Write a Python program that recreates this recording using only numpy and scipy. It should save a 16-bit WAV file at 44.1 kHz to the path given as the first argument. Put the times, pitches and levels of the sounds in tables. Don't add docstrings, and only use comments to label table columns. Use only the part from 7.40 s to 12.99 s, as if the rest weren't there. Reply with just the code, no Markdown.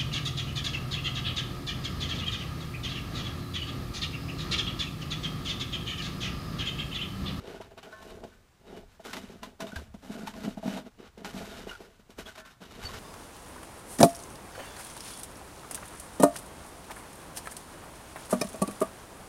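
import sys
import numpy as np
from scipy import signal
from scipy.fft import rfft, irfft
from scipy.io import wavfile
from scipy.ndimage import uniform_filter1d

SR = 44100
rng = np.random.default_rng(int(sys.argv[2]) if len(sys.argv) > 2 else 0)


def unload_wav(signal):
    wavfile.write(
        sys.argv[1],
        SR,
        np.round(np.clip(np.atleast_2d(signal).T, -1, 1) * 32767).astype(np.int16),
    )


def gain_from_decibels(decibels):
    exponent = np.asarray(decibels, float) / 20
    return 10 ** exponent


N = 246519
T = np.arange(N) / SR

# (f/Hz, relative density/dB per Hz)
CRYSTAL_SPECTRUM = [(500, -7), (800, 0.5), (1400, -0.5), (3700, -6.5), (6200, -12.5), (9000, -19),
                    (12700, -21.5), (15000, -27.5)]
# (t/s, finest crystals over the coarse/dB,
# deep groan over the middle/dB, upper groan over the middle/dB)
SNOW_UNDERFOOT = [(0, -12, -4.5, -6.5), (0.4, -15, -1, -2.5), (0.63, -7.5, -3, 1), (0.75, -9, -4.5, -7.5),
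                  (1.3, -12.5, -2.5, -3.5), (1.7, -7.5, 2, -7), (2.2, -11.5, 3.5, 0), (2.6, -8, 9, 1.5),
                  (3.1, -8.5, 9, 1), (3.4, -10.5, 7, 0.5), (3.7, -18, -3, -11), (3.9, -7.5, 4, -0.5),
                  (4.2, -9.5, 3, -3), (4.35, -10.5, -7, -11), (4.8, -7.5, -2, -2), (5.1, -11, 5, -2.5),
                  (5.587, -7.5, -2.5, -5)]


def curves(table):
    s, *columns = np.transpose(table)
    return [np.interp(T, s, column) for column in columns]


def unit(x):
    return x / np.sqrt(np.mean(x ** 2))


def colour(x, points):
    hz, db = np.transpose(points)
    f = np.maximum(np.arange(N // 2 + 1) * SR / N, 1)
    gain = gain_from_decibels(np.interp(np.log(f), np.log(hz), db))
    return unit(irfft(rfft(x) * gain, N))


def band(x, hz, width):
    return signal.lfilter(*signal.iirpeak(hz, hz / width, fs=SR), x)


def fade(t, t60):
    return np.exp(-np.log(1000) * t / t60)


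def add(out, s, x):
    start = int(s * SR)
    out[start:start + len(x)] += x[:N - start]


def walk(rate):
    hold = int(SR / rate)
    targets = rng.standard_normal(N // hold + 1)
    return unit(uniform_filter1d(np.repeat(targets, hold), hold)[:N])


def grains(rate, spread_db):
    when, size, sign = rng.random(N), rng.exponential(size=N), rng.choice([-1, 1], N)
    return (when < rate / SR) * sign * gain_from_decibels(spread_db * np.minimum(size, 4))


def microphone():
    # (t/s, level/dB)
    wind_level = [(0, -56), (0.2, -55.5), (0.45, -64), (0.72, -54), (1.15, -68), (1.4, -55.5), (1.6, -64.5),
                  (1.85, -55.5), (2.22, -63), (2.47, -49), (2.62, -61), (2.9, -56), (3.28, -54),
                  (3.5, -64.5), (3.85, -60.5), (3.97, -50.5), (4.2, -52.5), (4.6, -66), (4.82, -56.5),
                  (5.15, -66), (5.5, -44), (5.587, -48)]
    # (f/Hz, relative density/dB per Hz)
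    gust_spectrum = [(12, -33), (25, 4), (48, 0), (85, -1), (125, -4.5), (300, -87)]
    # (f/Hz, relative density/dB per Hz)
    hiss_spectrum = [(90, -28), (140, 5.5), (400, -4.5), (1200, -6.5), (4500, -15), (8000, -18),
                     (13000, -25), (15200, -24)]
    hiss_db = -65.5
    whine_hz, whine_db = 14745, -88
    wind = gain_from_decibels(curves(wind_level)[0]) * colour(rng.standard_normal(N), gust_spectrum)
    hiss = gain_from_decibels(hiss_db) * colour(rng.standard_normal(N), hiss_spectrum)
    whine = gain_from_decibels(whine_db) * np.sin(2 * np.pi * whine_hz * T)
    return wind + hiss + whine


def clinks():
    # (t/s, base level of the modes/dB, extra on the lowest mode/dB)
    knocks = [(0.526, -42.5, 8), (0.9155, -58.5, -11), (4.9752, -46, 12)]
    # (f/Hz, level relative to the knock/dB, t60/s)
    metal_modes = [(638, -10, 0.21), (1077, -13.5, 0.96), (1360, -15, 0.64), (1450, -17, 0.19),
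                   (1505, -13, 0.48), (1520, -8, 0.51), (1760, -10, 0.53)]
    t, out = T[:SR], np.zeros(N)
    onset = np.minimum(t / 0.0026, 1)
    scatter_db = 2.5 * rng.standard_normal((len(knocks), len(metal_modes)))
    for (s, db, low_db), scatter in zip(knocks, scatter_db):
        for k, (hz, mode_db, t60) in enumerate(metal_modes):
            gain = gain_from_decibels(db + mode_db + scatter[k] + low_db * (k == 0))
            add(out, s, gain * onset * np.sin(2 * np.pi * hz * t) * fade(t, t60))
    waver = gain_from_decibels(1.5 * walk(40))
    return out * waver


def squeak():
    centre_s, spread_s = 5.4645, 0.0096
    whistle_hz, throb_hz = 4520, 31
    level_db = -31.5
    t = T - centre_s
    swell = np.exp(-.5 * (t / spread_s) ** 2)
    throb = np.sin(2 * np.pi * throb_hz * t)
    return gain_from_decibels(level_db) * swell * throb * np.sin(2 * np.pi * whistle_hz * t)


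def stamp():
    # (t/s, starting level/dB, f/Hz, t60/s)
    footfalls = [(2.363, -33, 76.2, 0.34), (5.446, -34, 81.6, 0.2)]
    t, out = T[:SR], np.zeros(N)
    for s, db, hz, t60 in footfalls:
        add(out, s, gain_from_decibels(db) * np.sin(2 * np.pi * hz * t) * fade(t, t60))
    return out


def hollow(push):
    # (f/Hz, width/Hz, relative level/dB)
    hollow_groups = [
        [(207.6, 77, 1.5), (242.8, 27, -9.5)],
        [(404, 125, 7), (477, 126, -7)],
        [(655, 64.5, 9.5), (804, 116, 3)],
    ]
    rings = []
    for group in hollow_groups:
        ring = 0
        for hz, width, db in group:
            steep = band(band(push, hz, width), hz, width)
            ring = ring + gain_from_decibels(db) * steep / np.sqrt(width)
        rings.append(ring)
    return rings


def thuds():
    # (t/s, deep peak/dB, middle peak/dB, upper peak/dB)
    collapses = [(0.08, -43, -34, -48), (0.143, -46, -39, -42), (0.202, -44, -34.5, -36),
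                 (0.314, -59, -42.5, -50), (0.371, -57, -48, -44.5), (0.664, -50, -40, -47),
                 (0.719, -49, -42, -44), (0.833, -44, -39.5, -37), (0.846, -39, -36, -38.5),
                 (1.212, -59, -54, -63), (1.43, -55, -51, -48), (1.596, -58, -49, -40),
                 (1.662, -47, -50, -50), (1.772, -36.5, -47, -40), (1.838, -36, -46, -55),
                 (1.897, -42, -40, -64), (1.955, -42, -46, -53), (2.199, -61, -51, -38),
                 (2.329, -34.5, -43, -45), (2.418, -45, -41.5, -54), (2.542, -37, -44, -45.5),
                 (2.699, -32, -43, -50), (2.75, -33.5, -39.5, -46), (2.789, -37, -40, -56),
                 (2.831, -32.5, -41, -57), (3.045, -31, -40, -42), (3.077, -25.5, -36.5, -36),
                 (3.172, -33, -50, -34), (3.229, -44, -61, -31.5), (3.257, -22, -39, -35),
                 (3.277, -22.5, -54, -32.5), (3.371, -39, -38, -43), (3.462, -41, -45, -49),
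                 (3.599, -45.5, -42, -57), (3.775, -46, -39, -54), (3.815, -43, -41.5, -49),
                 (3.844, -40, -45, -41), (3.943, -30.5, -55, -50), (3.964, -33.5, -47, -40.5),
                 (4.269, -38, -30.5, -40), (4.404, -56, -37, -45.5), (4.594, -50.5, -52, -60),
                 (4.693, -48.5, -47, -54), (4.786, -52, -35, -50), (5.224, -58, -42, -63.5)]
    blow = np.zeros(SR // 8)
    blow[0] = 1
    rings = np.array([ring / np.abs(ring).max() for ring in hollow(blow)])
    out = np.zeros(N)
    for s, *db in collapses:
        add(out, s, gain_from_decibels(np.array(db)) @ rings)
    return out


def cracks():
    # (t/s, nominal peak of the splinters/dB, pitch of the ring/Hz, ring over splinters/dB)
    crust_breaks = [(0.2118, -33, 960, 5), (0.377, -36, 1180, -7), (0.4292, -33.5, 802, -3),
                    (0.522, -41, 1450, 3), (0.623, -36.5, 840, 7), (0.704, -38, 830, 7),
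                    (0.838, -34, 800, -9), (1.6516, -45, 1450, -15), (1.731, -16.5, 2040, -9),
                    (1.7675, -23, 900, -3), (1.902, -40, 834, -10), (2.0312, -23, 1023, 1),
                    (2.204, -19, 1030, -7), (2.269, -30, 3700, -2), (2.318, -33.5, 1460, 11),
                    (2.3594, -23, 1570, 6), (2.541, -41, 780, -3), (2.624, -41.5, 810, 9),
                    (2.8724, -21, 876, 6), (2.937, -33.5, 1040, 2), (3.048, -25.5, 780, 2),
                    (3.2786, -29, 960, -1), (3.3722, -25.5, 975, -3), (3.7776, -37, 845, -6),
                    (3.8469, -22, 820, 3), (4.292, -29.5, 2880, 5), (4.31, -36, 1450, 13),
                    (4.331, -38, 1455, 13), (4.351, -37, 1450, 11), (4.782, -35, 1450, -15),
                    (4.859, -37.5, 3350, 9.5), (4.872, -40, 1490, 10), (4.8854, -39, 1490, 10),
                    (4.954, -35, 1450, -10), (4.9773, -40, 1450, -8), (5.0517, -36, 1410, -12),
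                    (5.0751, -42, 1440, 13), (5.4894, -31, 1060, 6)]
    crest_db = 14.5
    t60_s = 0.077
    t, out = T[:SR // 8], np.zeros(N)
    splinters = colour(grains(12000, 2.8), CRYSTAL_SPECTRUM)
    for s, db, hz, ring_db in crust_breaks:
        burst = splinters[int(s * SR):][:len(t)]
        width = 0.073 * hz
        ring = unit(band(band(burst, hz, width), hz, width))
        burst = burst + gain_from_decibels(ring_db) * ring
        add(out, s, gain_from_decibels(db - crest_db) * burst * fade(t[:len(burst)], t60_s))
    return out


def groan(middle_db):
    bursts = gain_from_decibels(2.2 * walk(35))
    slips = grains(1200, 3.7) * bursts
    deep, middle, upper = [unit(ring) for ring in hollow(slips)]
    deep_db, upper_db = curves(SNOW_UNDERFOOT)[1:]
    return gain_from_decibels(middle_db) * (gain_from_decibels(deep_db) * deep + middle + gain_from_decibels(upper_db) * upper)


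def crunch(coarse_db):
    # (f/Hz, width/Hz, mid level of its wandering gain/dB)
    crust_rings = [(1460, 90, -1), (2960, 140, -4), (3770, 140, -4)]
    usual_db, fine_per_db = -45, -0.05
    fine_db = coarse_db + curves(SNOW_UNDERFOOT)[0] + fine_per_db * (coarse_db - usual_db)
    snaps = gain_from_decibels(-7.0) * unit(grains(250, 2.9))
    clumps = gain_from_decibels(1.8 * walk(60))
    shower = colour((unit(grains(7000, 3.04)) + snaps) * clumps, CRYSTAL_SPECTRUM)
    rings = sum(gain_from_decibels(db + 4 * walk(30)) * band(shower, hz, width) for hz, width, db in crust_rings)
    shower = shower + rings
    coarse = signal.filtfilt(*signal.butter(2, 5600, fs=SR), shower)
    fine = shower - coarse
    return gain_from_decibels(coarse_db) * unit(coarse) + gain_from_decibels(fine_db) * unit(fine)


def presses():
    # (fullest at t/s, rise/s, fall/s, crunch level/dB, groan level/dB);
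    # rise and fall each span 20 dB
    sole_presses = [(0.096, 0.18, 0.18, -50, -44.5), (0.215, 0.018, 0.088, -55.5, -55),
                    (0.26, .02, 0.035, -60, -52.5), (0.322, 0.023, 0.034, -59.5, -55),
                    (0.383, 0.018, 0.056, -53, -53.5), (0.44, .02, 0.15, -52, -52),
                    (0.526, 0.064, 0.066, -56.5, -61), (0.63, 0.11, 0.089, -55, -55),
                    (0.7, 0.11, 0.28, -57.5, -50), (0.842, .012, 0.1, -57, -58),
                    (0.92, 0.065, 0.12, -65, -74.5), (1.281, 0.032, 0.15, -58.5, -50.5),
                    (1.37, 0.14, 0.095, -56.5, -47.5), (1.533, 0.075, 0.065, -62.5, -74),
                    (1.603, 0.011, 0.042, -60.5, -59), (1.656, 0.022, 0.13, -48, -50),
                    (1.736, 0.018, 0.24, -49, -51.5), (1.905, 0.017, 0.12, -57.5, -52.5),
                    (2.034, 0.02, 0.12, -54.5, -52.5), (2.204, 0.011, .17, -46, -47),
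                    (2.28, 0.068, 0.13, -55, -59), (2.371, 0.037, 0.12, -50.5, -54),
                    (2.549, 0.011, 0.029, -61, -59), (2.634, 0.02, 0.13, -57.5, -57),
                    (2.77, .18, 0.18, -49.5, -52), (2.873, 0.015, 0.068, -46, -55.5),
                    (2.97, 0.04, 0.086, -50.5, -49), (3.06, 0.13, 0.12, -47, -47.5),
                    (3.185, 0.024, 0.029, -53.5, -48), (3.293, 0.096, .1, -43.5, -45.5),
                    (3.384, 0.097, 0.052, -46.5, -47.5), (3.471, 0.073, 0.026, -59, -53.5),
                    (3.604, 0.035, 0.085, -58, -53.5), (3.676, .07, 0.026, -55, -59),
                    (3.784, 0.014, 0.083, -57.5, -51.5), (3.855, 0.011, .12, -45, -48.5),
                    (3.97, 0.17, 0.42, -46.5, -48), (4.2, 0.13, 0.17, -51.5, -50.5),
                    (4.298, 0.042, 0.098, -47, -54), (4.416, 0.05, 0.14, -54, -53),
                    (4.6, .02, .04, -67, -65), (4.706, 0.02, 0.061, -60.5, -62),
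                    (4.794, .03, .06, -47.5, -50.5), (4.864, 0.027, 0.11, -49.5, -55),
                    (4.96, .012, .03, -55.5, -60), (4.982, .012, 0.067, -48, -56.5),
                    (5.063, 0.022, 0.095, -50, -68), (5.22, 0.021, 0.078, -51.5, -53.5),
                    (5.319, 0.042, 0.095, -51.5, -58), (5.469, 0.18, 0.52, -44.5, -47.5)]
    rise_curve, fall_curve = 1.36, 1.54
    power = np.full((2, N), 1e-12)
    for s, rise, fall, *db in sole_presses:
        early = np.maximum(s - T, 0) / rise
        late = np.maximum(T - s, 0) / fall
        swell = gain_from_decibels(-20 * (early ** rise_curve + late ** fall_curve))
        power = power + np.outer(gain_from_decibels(np.array(db)) ** 2, swell ** 2)
    return 10 * np.log10(power)


def scene():
    crunch_db, groan_db = presses()
    background = microphone() + clinks()
    feet = squeak() + stamp() + thuds() + cracks()
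    snow = groan(groan_db) + crunch(crunch_db)
    return (background + feet + snow)[None]


def band_limit(x):
    return signal.sosfilt(signal.butter(12, 16470, fs=SR, output="sos"), x)


def record(dry):
    low_pass = signal.ellip(8, .2, 40, 15350, fs=SR, output="sos")
    mix = signal.sosfilt(low_pass, dry)
    return band_limit(mix)


dry = scene()
out = record(dry)
unload_wav(out)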